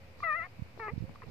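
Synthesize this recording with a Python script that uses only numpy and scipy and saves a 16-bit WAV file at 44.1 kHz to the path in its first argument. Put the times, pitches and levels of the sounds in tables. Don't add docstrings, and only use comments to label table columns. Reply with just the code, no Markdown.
import sys
import numpy as np
from scipy import signal
from scipy.io import wavfile
from scipy.ndimage import uniform_filter1d

SR = 44100
rng = np.random.default_rng(int(sys.argv[2]) if len(sys.argv) > 2 else 0)


def wav_out(sig):
    wavfile.write(sys.argv[1], SR, np.round(np.clip(np.atleast_2d(sig).T, -1, 1) * 32767).astype(np.int16))


def voltage_ratio(level):
    return 10 ** (np.asarray(level, float) / 20)


N = 57330


def in_time(rows):
    s, *columns = np.transpose(rows)
    return [np.interp(np.arange(N) / SR, s, c) for c in columns]


def at_hz(points, hz):
    table_hz, value = np.transpose(points)
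    return np.interp(np.log(hz), np.log(table_hz), value)


def drift(rate_hz):
    r = np.exp(-2 * np.pi * rate_hz / SR)
    slow = signal.lfilter([1], [1, -2 * r, r * r], rng.standard_normal(N + SR))[SR:]
    return (slow - slow.mean()) / slow.std()


def cut(x, hz, kind, order):
    return signal.sosfilt(signal.butter(order, hz, kind, fs=SR, output="sos"), x)


def bump(s, half_ms):
    t = np.arange(N) / SR
    return np.exp(-((t - s) * 1000 / half_ms) ** 2)


# start_s (centre), half_length_ms, pitch_hz, level_db
MOUTH_SHIFTS = [(.410, 7.4, 790, -29), (.38, 14, 1050, -0.5), (0.48, 33, 1320, -6.5), (0.68, 14, 1400, 1),
                (.815, 14, 1790, 0), (0.858, 33.5, 1270, 5.5), (0.852, 21, 390, -7), (0.851, 29, 2200, -9),
                (0.887, 4.7, 850, -12.5), (0.888, 9.2, 1480, -22), (0.89, 14, 1940, 2),
                (.85, 38, 3070, -10), (.323, 11, 600, -6.5), (0.37, 15, 700, -8.5),
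                (0.2604, 9.2, 2020, 0.5), (0.28, 15, 1870, -4), (0.33, 8.8, 4300, 0), (.89, 10, 1200, 2.5),
                (0.33, 6.8, 2480, 3)]


def mouthing(hz):
    width_hz = 230
    return sum(db * bump(s, ms) * np.exp(-((hz - f) / width_hz) ** 2) for s, ms, f, db in MOUTH_SHIFTS)


def resonance(source, hz, width_hz):
    r = np.exp(-np.pi * width_hz / SR)
    poles = [1, -2 * r * np.cos(2 * np.pi * hz / SR), r * r]
    return signal.lfilter((1 - r * r) / 2 * np.array([1, 0, -1]), poles, source)


def whimper(rows, throat, glide_ms, spread, rasp, hoarse, leak_db):
    jitter, shimmer_db, breath_db, edge_ms = 0.005, 0.7, -32.5 + 14.5, 1.1
    hz, db, half, dull_db = in_time(rows)
    half = np.clip(half, 0, 1)
    hz = uniform_filter1d(hz, size=int(glide_ms * SR / 1000))
    scatter = jitter * drift(40) + rasp * half ** 2 * drift(180)
    phase = np.pi * np.cumsum(hz * (1 + scatter)) / SR
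    pulses = 0
    for k in range(1, 21):
        harmonic = k / 2
        level_db = shimmer_db * drift(13.3) + mouthing(harmonic * hz) - dull_db * (harmonic - 1.5)
        share = half if k % 2 else 1
        pulses = pulses + share * voltage_ratio(level_db) * np.cos(k * phase + spread * harmonic ** 2)

    t = np.arange(N) / SR
    gate = np.clip(np.minimum(t - rows[0][0], rows[-1][0] - t) * 1000 / edge_ms, 0, 1)
    breath = (voltage_ratio(breath_db) + 3 * hoarse * half) * rng.standard_normal(N)
    source = voltage_ratio(db) * gate * (pulses + breath) + 1e-18
    voice = 0
    for sign, (f, width_hz, level_db) in zip([-1, 1, 1, -1], throat):
        voice = voice + sign * voltage_ratio(level_db) * resonance(source, f, width_hz)
    leak = cut(source * (1 + 0.5 * rng.standard_normal(N)), [3300, 4600], "band", order=3)
    return cut(voice, 2780, "low", order=20) + voltage_ratio(leak_db) * leak


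# start_s, pitch_hz, level_db, doubling_share (0-1), dulling_db per harmonic
FIRST_CALL = [
    (.2325, 700, -60, 0.3, 0),
    (.2355, 684.3, -42, 0.11, 0),
    (.290, 630.7, -36, 0, 3),
    (.330, 587.4, -39.5, 0.01, 2),
    (.376, 697.2, -42.5, 0, 1.5),
    (.408, 639.8, -42, 0.07, 3),
    (.430, 690, -47, 0.25, 0),
    (.446, 720, -54, 1, 0),
    (.468, 716, -58, 1, 4),
]
# pitch_hz, width_hz, level_db
FIRST_THROAT = [(713, 310, 1.5), (1217, 190, 12.5), (1916, 560, 11), (2400, 420, 5)]


def first_whimper():
    return whimper(FIRST_CALL, FIRST_THROAT, glide_ms=22.7, spread=0.0, rasp=0.012, hoarse=0.5, leak_db=-26)


# start_s, pitch_hz, level_db, doubling_share (0-1), dulling_db per harmonic
SECOND_CALL = [
    (.7935, 450.6, -71, 0.65, -5.5),
    (.798, 458.7, -44, 0.49, 1.5),
    (.803, 456.5, -44, 0.02, 1.5),
    (.836, 430, -43, 0.08, 0),
    (.877, 422.3, -43, 0.11, 1),
    (.882, 402.5, -39.5, 0.64, 2.5),
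    (.891, 388.5, -45, 0.05, 0),
    (.903, 430, -47, 0.03, 2),
    (.927, 518, -65, 0.4, 24),
]
# pitch_hz, width_hz, level_db
SECOND_THROAT = [(430, 330, -0.5), (1147, 178, 9.5), (1906, 610, 3.5), (2537, 72, 1.5)]


def second_whimper():
    return whimper(SECOND_CALL, SECOND_THROAT, glide_ms=2.5, spread=0.5, rasp=0.04, hoarse=1.2, leak_db=-38)


def squeak():
    start_s, pitch_hz, level_db = 0.2325, 1195, -23.5
    grow_db_per_s, fade_db_per_s = 2490, 2000
    octave_db, octave_early_s = -17, 0.0018
    t = np.arange(N) / SR - start_s

    def swell(t, fade):
        return voltage_ratio(level_db + np.maximum(np.minimum(grow_db_per_s * t, -fade * t), -200))

    phase = 2 * np.pi * pitch_hz * t
    octave = swell(t + octave_early_s, 2 * fade_db_per_s) * np.sin(2 * phase)
    return swell(t, fade_db_per_s) * np.sin(phase) + voltage_ratio(octave_db) * octave


def blip(s, hz, db, swing_ms):
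    t = np.clip(np.arange(N) / SR - s, 0, None)
    u = np.minimum(t * 1000 / swing_ms, 60)
    return voltage_ratio(db) * u * np.exp(1 - u) * np.sin(2 * np.pi * hz * t)


# start_s, level_db, pitch_factor, brightness_db
FOLD_SNAPS = [
    (0.2033, -38, 0.96, 1),
    (0.4625, -43.5, 1.01, 2),
    (0.7949, -38, 0.856, 1.5),
    (1.1570, -41, 0.99, -2.5),
    (1.2191, -40, 0.95, 4.5),
    (1.2247, -41.5, 0.88, 0),
    (1.2280, -50, .97, -5),
    (1.2320, -44.5, 1.06, 2),
    (1.2350, -50.5, 1.06, 8),
    (1.2383, -53, 0.98, 6),
]
# pitch_hz, level_db, swing_ms (time to full swing)
THROAT_MODES = [(1151, 3.5, 1.6), (1975, -8.5, 1.22), (2530, -11.5, 1.5)]
# start_s, pitch_hz, level_db, swing_ms
MOUTH_GULPS = [
    (.466, 715, -49, 4.5),
    (.787, 390, -47, 2.5),
    (1.236, 465, -48, 3.8),
]


def snaps():
    out = 0
    for s, db, factor, bright_db in FOLD_SNAPS:
        for k, (hz, mode_db, swing_ms) in enumerate(THROAT_MODES):
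            tilt_db = bright_db if k > 0 else 0
            out = out + blip(s, hz * factor, db - 3.5 + mode_db + tilt_db, swing_ms)
    return out + sum(blip(*row) for row in MOUTH_GULPS)


def ports(x):
    t = np.arange(N)

    def late(ms):
        return np.interp(t - ms * SR / 1000, t, x, left=0)

    out = np.array([x + 0.53 * late(0.56), voltage_ratio(-3) * (x + 0.6 * late(0.27))])
    notch_hz, notch_width_hz, notch_depth = 609, 110, 0.76
    peak = signal.iirpeak(notch_hz, notch_hz / notch_width_hz, fs=SR)
    out[1] -= notch_depth * signal.lfilter(*peak, out[1])
    for k, (ms, db) in enumerate([(7.3, -24), (13.1, -25), (23.7, -28)]):
        out[k % 2] += voltage_ratio(db) * late(ms)
    return out


def ring(s, db, hz, t60):
    click = np.full(N, 1e-18)
    click[int(s * SR)] = voltage_ratio(db)
    r, w = voltage_ratio(-60 / (t60 * SR)), 2 * np.pi * hz / SR
    return signal.lfilter([0, np.sin(w)], [1, -2 * r * np.cos(w), r * r], click)


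# start_s, level_db, pitch_hz, sign
DULL_TICKS = [
    (.7760, -30.5, 620, 1),
    (1.0932, -33, 780, -1),
    (1.1505, -40, 800, -1),
]


def ticks():
    out = sum(sign * ring(s, db, hz, 4.5 / hz) for s, db, hz, sign in DULL_TICKS)
    return cut(out, 2600, "low", order=2) * voltage_ratio(np.array([[0], [-16]]))


def wind(puffs, rumble_db):
    lump_spread, lump_late_s, build_up, gust_db = 1.25, 0.0005, 0.22, 4.5
    lumps = 0
    for s, db, ms, sign in puffs:
        s, ms = s + lump_late_s, ms * lump_spread
        swell = bump(s - 2 * ms / 1000, 2 * ms)
        lumps = lumps + sign * voltage_ratio(db) * (bump(s, ms) - build_up * swell)
    rumble = cut(rng.standard_normal(N + SR), 162, "low", order=2)
    rumble = cut(rumble, 65, "high", order=3)[SR:]
    gusts = voltage_ratio(rumble_db + gust_db * drift(13.4)) * rumble / rumble.std()
    return 1.67 * cut(lumps + 1e-18, 72, "high", order=2) + gusts


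# start_s (peak), level_db, width_ms, sign
LEFT_PUFFS = [
    (.654, -40, 2.47, 0.62),
    (1.096, -32.5, 0.89, 0.7),
    (1.113, -41.5, 1.3, 1),
    (1.126, -47, 2.3, 1),
]
# start_s (peak), level_db, width_ms, sign
RIGHT_PUFFS = [(.5912, -40, 1.0, -1), (.5935, -38, 1.1, 1), (.5962, -35, 1.3, -1), (.622, -24, 1.5, -1),
               (.9222, -35, 2.2, -1), (.9335, -34, 1.1, 1), (.9362, -27, 1.2, -1), (.9622, -32, 1.2, -1),
               (.9787, -23, 1.1, -1), (1.0057, -28, 1.7, -1), (1.0095, -34, 2.0, 1), (1.023, -29, 1.0, -1),
               (1.027, -29, 1.1, 1), (1.040, -28, 1.0, -1), (1.0505, -33, 1.4, -1)]
# start_s, left_level_db, right_level_db
BREEZE_LEVELS = [(0, -68, -64), (.4, -74, -60.5), (.6, -66.5, -57.5), (.8, -67, -58), (1.0, -65.5, -55),
                 (1.12, -73.5, -56.5), (1.3, -63, -48.5)]


def breeze():
    left_db, right_db = in_time(BREEZE_LEVELS)
    return np.array([wind(LEFT_PUFFS, left_db), wind(RIGHT_PUFFS, right_db)])


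# start_s, pitch_hz, level_db
FAR_CALL = [(0, 559.6, -56.5), (.15, 520, -58), (.28, 477.2, -60.5), (.35, 540, -55.5), (.5, 497.6, -64.5),
            (.7, 516, -65), (.95, 460, -66.5), (1.05, 520.6, -50), (1.13, 568.4, -60.5), (1.2, 537, -60),
            (1.3, 498, -60)]


def far_whine():
    hz, db = in_time(FAR_CALL)
    phase = 2 * np.pi * np.cumsum(hz * (1 + 0.011 * drift(19))) / SR
    return voltage_ratio(db - 5.5 + 1.5 * drift(11)) * np.sin(phase)


# start_s (centre), half_length_ms, level_db
NOSE_PUFFS = [
    (0.214, 31, -64),
    (0.329, 9.1, -65.5),
    (0.797, 16, -66.5),
    (.843, 19, -69),
    (0.991, 8.7, -66.5),
    (1.155, 11, -69.5),
    (1.29, 13, -69),
]


def snuffles():
    level = sum(voltage_ratio(db) * bump(s, ms) for s, ms, db in NOSE_PUFFS)
    air = cut(rng.standard_normal((2, N)), [3430, 5200], "band", order=2)
    return level * air / air.std() * voltage_ratio(np.array([[-3], [3]]))


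# pitch_hz, level_db per Hz
YARD_SPECTRUM = [(200, -8), (300, -10), (530, -7), (850, -10.5), (1600, -15.5), (2400, -10.5), (3200, -23),
                 (4900, -22)]
# pitch_hz, level_db per Hz
HISS_SPECTRUM = [(6000, -31), (8500, -33), (9600, -38), (10600, -34.5), (12000, -35.5), (13800, -34),
                 (15200, -38)]
# pitch_hz, likeness (0 unrelated, 1 alike)
PORT_LIKENESS = [(290, 1), (640, .55), (1400, 0), (3000, 0)]
# pitch_hz, left_minus_right_db
PORT_BALANCE = [(200, 1), (600, 0), (2400, 2.5), (4300, -6.5), (8000, -1.5), (12500, -0.5), (15000, -13.5)]


def yard():
    out, edges = 0, 190 * 2 ** np.arange(0, 6.5, 1 / 4)
    white = rng.standard_normal((2, 2, N))
    for k, (low, high) in enumerate(zip(edges, edges[1:])):
        mid, side = cut(white[k % 2], [low, high], "band", order=2)
        hz = np.sqrt(low * high)
        alike = np.clip(at_hz(PORT_LIKENESS, hz), -1, 1)
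        pan_db = at_hz(PORT_BALANCE, hz) / 2
        level_db = at_hz(YARD_SPECTRUM + HISS_SPECTRUM, hz) + 0.65 * drift(18)
        pair = np.sqrt(1 + alike) * mid + np.sqrt(1 - alike) * side * [[1], [-1]]
        out = out + voltage_ratio(level_db) * voltage_ratio(np.array([[pan_db], [-pan_db]])) * pair
    return voltage_ratio(-61.5) * out / out.mean(axis=0).std()


def drone():
    low = cut(rng.standard_normal(N + SR), [75, 127], "band", order=2)[SR:]
    return voltage_ratio(-57) * low / low.std()


def scene():
    pup = first_whimper() + second_whimper() + squeak() + snaps()
    return ports(pup) + ticks() + breeze() + far_whine() + snuffles() + yard() + drone()


def top_cut(x):
    return signal.sosfilt(signal.butter(12, 15480, fs=SR, output="sos"), x)


def record(dry):
    loudness = uniform_filter1d(np.abs(cut(dry, 500, "high", order=2)), size=400, axis=1)
    white = rng.standard_normal(dry.shape)
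    high_hash = cut(white, [12900, 15000], "band", order=2)
    low_hash = voltage_ratio(-6) * cut(white, [6800, 8600], "band", order=2)
    noisy = dry + voltage_ratio(-35) * loudness * (high_hash + low_hash)
    mix = cut(noisy, 15470, "low", order=30) + 0.0013
    return top_cut(mix)


dry = scene()
out = record(dry)
wav_out(out)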